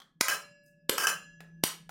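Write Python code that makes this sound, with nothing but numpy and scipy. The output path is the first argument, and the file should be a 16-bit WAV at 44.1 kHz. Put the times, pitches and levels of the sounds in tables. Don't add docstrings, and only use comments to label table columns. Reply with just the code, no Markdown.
import sys
import numpy as np
from scipy import signal
from scipy.fft import rfft, irfft
from scipy.io import wavfile
from scipy.ndimage import uniform_filter1d

SR = 44100
rng = np.random.default_rng(int(sys.argv[2]) if len(sys.argv) > 2 else 0)


def pcm_store(signal):
    levels = np.round(np.clip(np.atleast_2d(signal), -1, 1) * 32767)
    wavfile.write(sys.argv[1], SR, levels.astype(np.int16).T)


def undo_db(level):
    steps = np.asarray(level, float) / 20
    return 10 ** steps


N = 83790
T = np.arange(N) / SR

# t/s, level/dB, steady share/0-1
HUM = [(0, -68.5, .1), (0.188, -65.5, 0.44), (.4, -61, 0.2), (.7, -67.5, 0), (.88, -62, 0.6),
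       (1.0, -58.5, 0), (1.2, -59, 0.07), (1.36, -55, 0.69), (1.6, -49.5, 0.83), (1.702, -55.5, 0.6),
       (1.9, -52, 0.63)]
# f/Hz, density/dB
FLOOR = [(25, -8), (60, -24), (95, -28), (130, -3), (260, -2.5), (450, -18.5), (900, -39), (16000, -51)]
# f/Hz, t60/s, level/dB
ROOM = [(140, 0.15, 4), (430, 0.33, 2.5), (1017, 0.27, 1), (2340, 0.31, -3), (6000, 0.27, -2.5),
        (11800, 0.2, 0)]
# t/s, length/s, level/dB, lowest f/Hz
RUSTLES = [
    (0.63, 0.014, -74, 8900),
    (0.655, 0.013, -65.5, 6000),
]
# t/s, level/dB, low f/Hz, high f/Hz, high level/dB
TAPS = [
    (.001, -49, 1200, 3200, -2),
    (.018, -52, 1400, 3220, 1),
    (1.405, -44, 1480, 650, -10),
    (1.8925, -43, 850, 1300, -5),
]
TAP_CLICK_DB = [-14, -22.5, -15, -4]
# t/s, level/dB
LIFTS = [
    (.30, -47),
    (1.076, -46),
]
FREE_HZ = [581, 1695, 2290, 2622, 2762, 4105, 5628, 6022, 7140, 7488, 8823, 5000, 3246, 9308]
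# t60/s, level after lift 1/dB, level after lift 2/dB
FREE_MODES = [(2.4, -8, -20), (1.77, -6, -1.5), (.6, -7, -48), (1.6, -19.5, -33), (0.79, -2, -2),
              (0.44, 3.5, -1), (0.74, -10.5, -19.5), (1.1, -55, -14.5), (0.46, -6, 2.5),
              (0.66, -10.5, -18.5), (.4, -41, -46), (0.92, -10.5, -13.5), (0.74, -30, -13),
              (0.39, -26, -21)]
CHOKE_DB = [-13, 2]
# t/s, length/s
SQUEAL_TIMES = [
    (.284, .017),
    (.306, .031),
    (.985, .043),
    (1.037, .023),
    (1.070, .008),
    (1.085, .026),
]
# f/Hz, level/dB
SQUEAL_TONES = [(1606, -31), (1603, -27), (1611, -35), (1611, -26), (1575, -43), (1588, -28)]
# t/s, knock level/dB, chatter level/dB, chatter length/s, f of mode nearest the contact/Hz
BOUNCES = [
    (0.283, -23, -24.5, 0.018, 7200),
    (.300, -39.5, -30.5, 0.049, 6490),
    (0.9781, -37, -52.5, 0.0027, 2975),
    (.9808, -24, -28.5, 0.046, 5375),
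    (1.024, -41, -27.5, 0.028, 5000),
    (1.0698, -23, -26, 0.032, 5958),
]
LOADED_HZ = [1582, 1641, 1300, 2580, 2975, 4840, 5375, 5958, 6490, 7200, 8300, 9090, 10300, 11900]
# bandwidth/Hz, level/dB
LOADED_MODES = [(30.6, -2), (29.4, -6.5), (150, 4), (40.7, -3.5), (56, -2.5), (60, -6.5), (50.3, -4),
                (40, -6), (130, -14.5), (79.7, -10.5), (160, -25.5), (87, -5), (100, -9), (114, -11)]
# f/Hz, level/dB
SCRAPE = [(200, -5), (800, 4), (3000, 3), (3750, -16.5), (4700, 1.5), (14000, -3)]
# t/s, crack level/dB, thump f/Hz, thump level/dB, shell ring level/dB
BLOWS = [
    (.2098, -15, 330, -13.5, -35),
    (0.8947, -16.5, 486, -10.5, -41),
    (1.6373, -15.5, 310, -10, -49),
]
# f/Hz, density/dB
CRACK = [
    [(290, -37), (500, -10.5), (1770, 2), (3290, -6), (7000, -0.5), (14500, -8.5), (16000, -19.5)],
    [(290, -13), (500, -4), (1740, -3), (4150, -4), (5630, -10.5), (13400, -6.5), (16000, -18.5)],
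    [(290, -17.5), (500, -11), (4470, -2.5), (7750, -6), (9770, -7.5), (12900, -10), (16000, -17.5)],
]
# f/Hz, t60/s, level/dB
SHELL = [(1050, 0.13, 4.5), (1263, 0.12, 7.5), (1713, 0.031, -14)]
THUMP_OVERTONE_DB = [-21.5, -32, -5.5]
WET_THUMP_DB = [-27, -7, -24.5]
DUCK_DB = [-10, -8.5, -7]


def noise():
    return rng.standard_normal(N)


def band(x, hz, width_hz):
    return signal.lfilter(*signal.iirpeak(min(hz, .45 * SR), hz / width_hz, fs=SR), x)


def unit(x):
    return x / np.sqrt(np.mean(x ** 2) + 1e-30)


def colour(x, points):
    p = np.array(points, float)
    f = np.fft.rfftfreq(len(x), 1 / SR) + 1
    gain_db = np.interp(np.log(f), np.log(p[:, 0]), p[:, 1])
    return irfft(rfft(x) * undo_db(gain_db), len(x))


def gate(at, hold_s, fade_s, rise_s=0.00017):
    return np.clip((T - at) / rise_s, 0, 1) * np.exp(-np.clip(T - at - hold_s, 0, None) / fade_s)


def ring(at, hz, t60_s):
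    t = np.clip(T - at, 0, None)
    return np.sin(2 * np.pi * hz * t) * np.exp(-np.log(1000) * t / t60_s)


def walk(rate_hz):
    k = int(SR / rate_hz)
    return unit(uniform_filter1d(uniform_filter1d(noise(), k), k))


def background():
    hum_hz, upper_hz, sub_hz = 165.5, 347, 36
    t, level_db, share = np.array(HUM).T
    steady = np.clip(np.interp(T, t, share), 0, 1)
    hum = np.sqrt(2) * steady * np.sin(2 * np.pi * hum_hz * T)
    hum += (1 - steady) * unit(band(band(noise(), hum_hz, 60), hum_hz, 42))
    hum += undo_db(-22.5) * steady * unit(band(noise(), upper_hz, 15))
    hum += undo_db(-21) * unit(band(band(noise(), sub_hz, 20), sub_hz, 20))
    floor = undo_db(-76) * unit(colour(noise(), FLOOR))
    return hum * undo_db(np.interp(T, t, level_db)) + floor


def room(x):
    build_s = .008
    t, tail = T[:SR // 2], 0
    for hz, t60_s, db in ROOM:
        edges_hz = [hz / 1.6, min(hz * 1.6, 17000)]
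        bandpass = signal.butter(2, edges_hz, "band", fs=SR, output="sos")
        echoes = signal.sosfilt(bandpass, rng.standard_normal(len(t)))
        tail = tail + undo_db(db) * echoes * np.exp(-np.log(1000) * t / t60_s)
    tail = tail * (1 - np.exp(-t / build_s))
    return signal.fftconvolve(x, tail / np.sqrt(np.sum(tail ** 2)))[:N]


def rustles():
    out, fade_s = 0, .022
    for at, hold_s, db, hz in RUSTLES:
        grain_db = 3.4 * np.repeat(rng.standard_normal(N // 100 + 1), 100)[:N]
        fibres = colour(noise() * undo_db(grain_db), [(hz / 2, -30), (hz, 0), (15000, -4)])
        out = out + undo_db(db) * gate(at, hold_s, fade_s, rise_s=0.009) * fibres
    return out


def taps():
    out = 0
    for (at, db, low_hz, high_hz, high_db), click_db in zip(TAPS, TAP_CLICK_DB):
        n = noise()
        wood = unit(band(n, low_hz, low_hz * .4)) + undo_db(high_db) * unit(band(n, high_hz, 180))
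        out = out + undo_db(db) * gate(at, 0.001, 0.0047) * (wood + undo_db(click_db) * n)
    return out


def free_ring():
    flutter_db, flutter_hz = 4, 60
    out = undo_db(-79.5) * ring(0, FREE_HZ[1], FREE_MODES[1][0])
    for k, (at, db) in enumerate(LIFTS):
        modes = 0
        for hz, mode in zip(FREE_HZ, FREE_MODES):
            level_db = db + mode[1 + k] + flutter_db * min(hz / 4000, 1) * walk(flutter_hz)
            modes = modes + undo_db(level_db) * ring(at, hz, mode[0])
        out = out + modes * np.where(T < BLOWS[k + 1][0], 1, undo_db(CHOKE_DB[k]))
    return out


def squeal():
    out, swell_s = 0, 0.0045
    for (at, hold_s), (hz, db) in zip(SQUEAL_TIMES, SQUEAL_TONES):
        phase = 2 * np.pi * np.cumsum(hz * (1 + .012 * walk(127))) / SR
        level = undo_db(db + 2 * walk(290))
        out = out + level * gate(at, hold_s, 0.0013, rise_s=min(swell_s, hold_s / 2)) * np.sin(phase)
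    return out


def chatter():
    slip_rate_hz, slip_spread_db, contact_db, scrape_db = 5900, 2, 5, -7
    out = 0
    for at, knock_db, db, hold_s, near_hz in BOUNCES:
        size_db = slip_spread_db * np.minimum(rng.exponential(size=N), 2)
        slips = (rng.random(N) < slip_rate_hz / SR) * undo_db(size_db) * rng.choice([-1, 1], N)
        push = undo_db(db) * gate(at, hold_s, 0.0035, rise_s=0.01) * unit(slips)
        push += undo_db(knock_db + 10.5) * gate(at, .001, .0022) * noise()
        for hz, (width_hz, mode_db) in zip(LOADED_HZ, LOADED_MODES):
            near = abs(hz / near_hz - 1) < .06
            gain = undo_db(mode_db + contact_db * near) * np.sqrt(SR / width_hz) / 10
            out = out + gain * band(push, hz, width_hz)
        out = out + undo_db(scrape_db) * colour(push, SCRAPE)
    return out


def cracks():
    husk_db, husk_lead_s = -12, .0012
    out = 0
    for (at, db, _, _, shell_db), spectrum in zip(BLOWS, CRACK):
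        husk = undo_db(husk_db) * np.exp(-abs(T - at) / husk_lead_s)
        shape = gate(at, .0012, .0025) + husk
        out = out + undo_db(db) * shape * unit(colour(noise(), spectrum))
        out = out + undo_db(shell_db) * sum(undo_db(d) * ring(at, hz, t60_s) for hz, t60_s, d in SHELL)
    return out


def thumps():
    t60_s, rows = 0.0079, []
    for (at, _, hz, db, _), over_db in zip(BLOWS, THUMP_OVERTONE_DB):
        body = ring(at, hz, t60_s) + undo_db(over_db) * ring(at, hz * 2, t60_s)
        rows.append(-undo_db(db) * body)
    return np.array(rows)


def scene():
    crack, thump, blade, drag = cracks(), thumps(), chatter(), squeal()
    small = taps() + rustles()
    send = undo_db(-1.5) * crack + undo_db(np.array(WET_THUMP_DB)) @ thump
    send = send + undo_db(-5.5) * blade + undo_db(-16.5) * drag + undo_db(-6.5) * small
    near = crack + thump.sum(axis=0) + blade + drag + small + room(send)
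    low_cut = signal.butter(2, 146, "high", fs=SR, output="sos")
    return (signal.sosfilt(low_cut, near) + free_ring() + background())[None]


def band_limit(x):
    return signal.sosfilt(signal.butter(12, 16810, fs=SR, output="sos"), x)


def record(dry):
    late_s, attack_s, release_s, ceiling = 0.0084, 0.00067, 0.027, .7
    gain_db = 0
    for blow, dip_db in zip(BLOWS, DUCK_DB):
        t = np.clip(T - blow[0] - late_s, 0, None)
        gain_db = gain_db + dip_db * (1 - np.exp(-t / attack_s)) * np.exp(-t / release_s)
    rounded = ceiling * np.tanh(dry * undo_db(gain_db) / ceiling)
    top_cut = signal.cheby1(8, 1, 16300, fs=SR, output="sos")
    return band_limit(signal.sosfilt(top_cut, rounded))


dry = scene()
out = record(dry)
pcm_store(out)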